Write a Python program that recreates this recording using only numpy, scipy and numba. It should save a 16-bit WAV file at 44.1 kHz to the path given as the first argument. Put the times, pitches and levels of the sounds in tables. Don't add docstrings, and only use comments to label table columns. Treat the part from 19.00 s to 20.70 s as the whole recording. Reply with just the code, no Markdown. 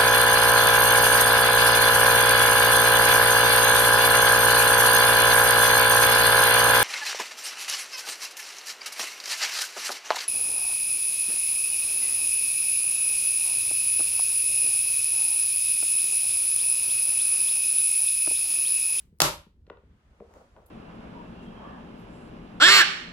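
import sys
import numpy as np
from scipy import signal
from scipy.fft import rfft, irfft, next_fast_len
from scipy.io import wavfile
from scipy.ndimage import map_coordinates
from numba import njit

SR = 44100
rng = np.random.default_rng(int(sys.argv[2]) if len(sys.argv) > 2 else 0)


def amplitude_ratio(level_db):
    exponent = np.asarray(level_db, float) / 20
    return 10 ** exponent


def file_out(sig):
    cols = np.atleast_2d(sig).T
    lim = np.clip(cols, -1, 1)
    pcm = np.round(lim * 32767).astype(np.int16)
    wavfile.write(sys.argv[1], SR, pcm)


N = 74970
LEAD = SR // 2
M = N + LEAD

# start_s, peak_db, t60_s (time to fall 60 dB), shell_push_db
CRACKS = [
    (0.2028, -7.5, 0.0069, -14.5),
    (0.2184, -3.5, 0.0072, 2.5),
]
# pitch_hz, level_db (per Hz)
CRACK_COLOUR = [(180, -38.5), (320, 2.5), (550, -5.5), (900, 0), (1300, -1), (1800, -8), (4000, -2),
                (6410, -2.5), (10000, -8), (11500, -2.5), (16000, -26.5)]
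# pitch_hz, width_hz, level_db
SHELL_MODES = [(152.7, 17, 2), (488, 34, -11.5), (599, 38, -0.5), (929, 13, 1), (1270, 30, -31.5),
               (1400, 54, -3)]
# pitch_hz, level_db, t60_s
TABLE_THUMP = [(42, -40, .5), (60, -38, .5), (155, -28, .16)]
# pitch_hz, level_db
EARLIER_COLOUR = [(100, -14), (600, -8), (1500, -5), (4000, -3.5), (9000, 3.5), (16000, -3.5)]
# start_s, peak_db, centre_hz, hardness_hz (dull above), rise_s
KNOCKS = [(0.121, -42.5, 168, 499, 0.012), (.464, -45, 190, 1400, 0.0027),
          (0.667, -58.5, 2555, 4600, .0003), (.672, -49, 300, 700, 0.0019), (.684, -59, 710, 1510, 0.0032),
          (0.6993, -35.5, 950, 3130, 0.00044), (.701, -40.5, 400, 810, .002),
          (0.713, -43.5, 420, 780, 0.0041), (0.718, -60, 1500, 2600, 0.00076),
          (0.771, -50.5, 1060, 3000, 0.00032), (.793, -65.5, 1150, 1800, .001),
          (0.831, -51, 237, 1010, 0.0011), (1.2015, -46.5, 650, 2000, .0005),
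          (1.202, -36, 546, 935, 0.0035), (1.2023, -43, 200, 406, 0.0019), (1.217, -43, 462, 866, 0.0017),
          (1.24, -56.5, 603, 890, 0.0023), (1.338, -51, 830, 2529, 0.00082), (1.563, -46, 1100, 2766, .001),
          (1.569, -45.5, 728, 1800, 0.0024), (1.583, -56.5, 610, 1700, 0.0026),
          (1.599, -53.5, 720, 1820, 0.0016), (1.622, -58, 700, 1800, 0.0027)]
# pitch_hz, level_db, t60_s
CASE_MODES = [(160, -3, .09), (210, 1, 0.06), (320, -5, 0.05), (400, 0, 0.08), (470, -1, .07),
              (550, 1, 0.065), (640, -1, 0.05), (750, -3, .04), (960, 1, 0.022), (1180, -3, .02),
              (1420, -2, 0.028), (1980, -6, .022), (2500, -8, .016), (3200, -8, .015)]
# start_s, peak_db, pitch_hz
TICKS = [
    (.187, -50, 10000),
    (1.339, -47, 6700),
    (1.66, -59, 7950),
    (1.6612, -60, 11500),
    (1.664, -48, 12100),
    (1.6658, -58, 12400),
    (1.668, -51, 10140),
    (1.681, -61, 12650),
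    (1.688, -70.5, 11000),
]
# time_s, level_db
DRAG_PRESSURE = [(1.05, -89.5), (1.12, -70), (1.25, -72), (1.33, -57.5), (1.368, -52), (1.421, -58.5),
                 (1.502, -72.5), (1.58, -58), (1.64, -63.5), (1.7, -66.5)]
# pitch_hz, level_db (per Hz)
DRAG_COLOUR = [(120, -26), (200, -6.5), (300, -11), (540, -3), (800, -7.5), (1400, -16), (1700, -26.5),
               (4000, -48)]
# time_s, level_db
PALM_PRESSURE = [(.64, -100), (.67, -74), (.8, -74), (1.08, -71), (1.28, -69), (1.38, -66), (1.48, -68.5),
                 (1.7, -71)]
# pitch_hz, level_db (per Hz)
PALM_COLOUR = [(150, -30), (300, -3), (700, -6), (1300, -4), (2000, -9), (3500, -15), (5000, -27),
               (8000, -50)]
# pitch_hz, level_db (per Hz)
FIZZ_COLOUR = [(2500, -18), (4500, -3.5), (7000, -5), (12000, -14.5), (15000, -34)]
SKID_LEVEL = [(1.657, -110), (1.661, -59), (1.669, -65), (1.676, -78), (1.7, -94)]
# pitch_hz, level_db (per Hz)
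BLADE_COLOUR = [(4000, -42.5), (6500, -12), (10000, -4.5), (12500, 2), (14500, -8), (16000, -23)]
# pitch_hz, t60_s
ROOM_T60 = [(150, 0.35), (500, 0.27), (1200, 0.28), (3000, 0.31), (6000, 0.25), (12000, 0.25)]
# pitch_hz, level_db
ROOM_COLOUR = [(100, -3.5), (1000, 8.5), (4000, 2), (12000, 0.5)]
# pitch_hz, likeness (1 = the same, 0 = unrelated)
ALIKE = [(100, .97), (300, 0.95), (600, 0.65), (1100, 0.1), (2500, -.1), (10000, 0)]
# time_s, rumble_db
HAND_WEIGHT = [(0.0, -59), (0.052, -56.5), (0.188, -60.5), (0.222, -40), (0.41, -57), (0.43, -64.5),
               (0.776, -54.5), (0.814, -63), (0.87, -54.5), (1.026, -68), (1.116, -56.5), (1.154, -61.5),
               (1.528, -58), (1.7, -67.5)]
# pitch_hz, level_db (per Hz)
RUMBLE_COLOUR = [(12, -65.5), (20, -24.5), (70, -10), (114, -22.5), (130, -26), (211, -26.5), (500, -41),
                 (650, -67), (1100, -120)]
# pitch_hz, level_db (per Hz)
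HISS_COLOUR = [(250, -40), (400, -5), (1000, -11), (4000, -20), (14000, -30), (16000, -32)]


def noise():
    return rng.standard_normal((2, M))


def unit(x):
    return x / np.sqrt(np.mean(x ** 2) + 1e-20)


def along(points, hz):
    f, v = np.transpose(points)
    return np.interp(np.log(hz + 1), np.log(f + 1), v)


def level(rows):
    s, db = np.transpose(rows)
    return amplitude_ratio(np.interp((np.arange(M) - LEAD) / SR, s, db, left=-120))


def filtered(x, response):
    size = next_fast_len(x.shape[-1] + SR // 2)
    spectrum = rfft(x, size) * response(np.fft.rfftfreq(size, 1 / SR))
    return irfft(spectrum, size)[..., :x.shape[-1]]


def causal(points):
    def response(hz):
        cepstrum = irfft(np.log(amplitude_ratio(np.maximum(along(points, hz), -70))))
        half = len(cepstrum) // 2
        cepstrum[1:half] *= 2
        cepstrum[half + 1:] = 0
        return np.exp(rfft(cepstrum))
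    return response


def wobble(rate):
    knots = rng.standard_normal(int(M * rate / SR) + 4)
    return map_coordinates(knots, [np.arange(M) * rate / SR])


def pair(x, colour):
    def response(hz):
        turn = np.arccos(np.clip(along(ALIKE, hz), -1, 1)) / 2
        return amplitude_ratio(along(colour, hz)) * [np.cos(turn), np.sin(turn)]
    mid, side = filtered(x, response)
    return np.array([mid + side, mid - side])


def add(track, s, sound):
    at = LEAD + round(s * SR)
    track[..., at:at + sound.shape[-1]] += sound[..., :M - at]


def ring(modes, t):
    out = 0
    for k, (hz, db, t60) in enumerate(modes):
        fading = amplitude_ratio(db + rng.normal(0, 2.2) - 60 * t / t60)
        out = out + (-1) ** k * fading * np.sin(2 * np.pi * hz * rng.normal(1, 0.012) * t)
    return out


def shell_response(f):
    out = 0
    for k, (centre, width, db) in enumerate(SHELL_MODES):
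        damping = 1j * f * width
        out = out + (-1) ** k * amplitude_ratio(db) * damping / (centre ** 2 - f ** 2 + damping)
    return out


def cracks():
    splinters_s, splinter_db = 0.0035, -4.5
    wide_hz = 550
    tear, kick, push = np.zeros((2, M)), np.zeros(M), np.zeros(M)
    t = np.arange(SR // 20) / SR
    for s, db, t60, push_db in CRACKS:
        for k, (early, weaker) in enumerate(rng.random((4, 2))):
            n = rng.standard_normal((3, len(t)))
            burst = (n[0] + n[1:]) * amplitude_ratio(-60 * t / t60)
            delay_s, extra_db = 0, 0
            if k > 0:
                delay_s = (k - early) / 3 * splinters_s
                extra_db = splinter_db - 2 * weaker
            add(tear, s + delay_s, amplitude_ratio(db - 2.5 + extra_db) * burst)
        add(kick, s, amplitude_ratio([db]))
        add(push, s, amplitude_ratio([db + push_db]))
    middle = tear.mean(0)
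    tear = middle + filtered(tear - middle, lambda hz: (1j * hz / (wide_hz + 1j * hz)) ** 2)
    shell = filtered(amplitude_ratio(28) * push, shell_response)
    t = np.arange(SR // 2) / SR
    add(shell, CRACKS[-1][0], ring(TABLE_THUMP, t) * (1 - np.exp(-t / 0.0072)))
    crack = amplitude_ratio(6) * filtered(tear, causal(CRACK_COLOUR)) + shell
    blast = amplitude_ratio(23.5) * filtered(kick, causal(CRACK_COLOUR)) + shell
    return crack, blast


def earlier():
    start_s, level_db = -0.13, -21
    out = np.zeros(M)
    add(out, start_s, amplitude_ratio([level_db + 18]))
    return filtered(out, causal(EARLIER_COLOUR))


def knocks():
    spread_oct, ring_share, rattle_s = 1, 0.8, 0.0042
    puff_db, puff_t60 = 8.5, 0.012
    out, t = np.zeros(M), np.arange(SR // 4) / SR
    for s, db, centre_hz, hard_hz, rise_s in KNOCKS:
        near = []
        for hz, mode_db, t60 in CASE_MODES:
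            octaves = np.log2(hz / centre_hz)
            near.append((hz, mode_db - 6 * (octaves / spread_oct) ** 2, t60))
        n = rng.standard_normal((2, len(t)))
        rattle = 0.013 * n[0] * np.exp(-t / rattle_s)
        rattle[0] = 1
        body = ring_share * signal.fftconvolve(ring(near, t), rattle)[:len(t)]
        puff = amplitude_ratio(puff_db - 60 * t / puff_t60) * n[1]
        rise = 1 - np.exp(-t / rise_s)
        dull = signal.butter(4, np.clip(hard_hz, 100, 15000), fs=SR, output="sos")
        add(out, s, amplitude_ratio(db - 1.5) * signal.sosfilt(dull, (body + puff) * rise))
    return out


def ticks():
    t60 = 0.002
    out, t = np.zeros(M), np.arange(400) / SR
    for s, db, hz in TICKS:
        click = np.sin(2 * np.pi * hz * t) + 0.4 * rng.standard_normal(len(t))
        add(out, s, amplitude_ratio(db - 60 * t / t60) * click)
    return out


def case_drag():
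    grains_per_s, grain_db, shake_db = 490, 3, 1.5
    caught = rng.random((2, M)) < grains_per_s / SR
    grains = caught * amplitude_ratio(grain_db * noise()) * noise()
    bed = unit(pair(unit(grains) + 2.4 * noise(), DRAG_COLOUR))
    return bed * amplitude_ratio(shake_db * wobble(54)) * level(DRAG_PRESSURE)


def palm_slide():
    fizz_db, fizz_growth = -7, 2.2
    press = level(PALM_PRESSURE)
    brightening = (press / press.max()) ** (fizz_growth - 1)
    fizz = amplitude_ratio(fizz_db) * brightening * unit(pair(noise(), FIZZ_COLOUR))
    return (unit(pair(noise(), PALM_COLOUR)) + fizz) * press


def blade_skid():
    return unit(pair(noise(), BLADE_COLOUR) * amplitude_ratio(4 * wobble(900))) * level(SKID_LEVEL)


def room(x):
    wall_s, build_s = 0.003, 0.008
    hz, t, z = signal.stft(pair(rng.standard_normal((2, SR)), ROOM_COLOUR), SR, nperseg=256)
    fading = amplitude_ratio(-60 * t / along(ROOM_T60, hz)[:, None])
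    tail = signal.istft(z * fading, SR, nperseg=256)[1]
    tail = tail * (1 - np.exp(-np.arange(tail.shape[1]) / SR / build_s))
    late = np.pad(x, (round(wall_s * SR), 0))[None]
    return signal.fftconvolve(late, tail / np.linalg.norm(tail[0]), axes=1)[:, :M]


def rumble():
    return amplitude_ratio(1) * level(HAND_WEIGHT) * unit(amplitude_ratio(2.3 * wobble(12)) * pair(noise(), RUMBLE_COLOUR))


def hiss():
    return amplitude_ratio(-84) * unit(amplitude_ratio(1.4 * wobble(1.7)) * pair(noise(), HISS_COLOUR))


def placed(x):
    lean_db, lag_s = 0.98, -0.000064
    gain, sign = amplitude_ratio([[lean_db], [-lean_db]]), np.array([[-1j], [1j]])
    return filtered(x, lambda hz: gain * np.exp(sign * np.pi * hz * lag_s))


def scene():
    crack, blast = cracks()
    knock, tick = knocks(), ticks()
    near = placed(crack + knock + tick)
    echo = amplitude_ratio(-3) * room(blast) + room(earlier()) + room(amplitude_ratio(-11) * knock + tick)
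    rubbing = case_drag() + palm_slide() + blade_skid()
    return (near + echo + rubbing + rumble() + hiss())[:, LEAD:]


@njit
def held(over, keep):
    out = over.copy()
    for i in range(1, len(out)):
        out[i] = max(out[i], keep * out[i - 1])
    return out


def roll_off(x):
    return signal.sosfilt(signal.butter(12, 16820, fs=SR, output="sos"), x)


def record(dry):
    limit_db, ratio, release_s, smooth_s = -3.5, 0.76, 0.013, 0.0074
    tip, top_hz = 0.8, 16300
    over = np.maximum(20 * np.log10(np.abs(dry).max(0) + 1e-9) - limit_db, 0)
    duck_db = ratio * held(over, np.exp(-1 / (release_s * SR)))
    lag = 1 - np.exp(-1 / (smooth_s * SR))
    x = dry * amplitude_ratio(-signal.lfilter([lag], [1, lag - 1], duck_db))
    x = x / (1 + np.abs(x / tip) ** 4) ** 0.25
    mix = filtered(x, lambda hz: hz < top_hz)
    return roll_off(mix)


dry = scene()
out = record(dry)
file_out(out)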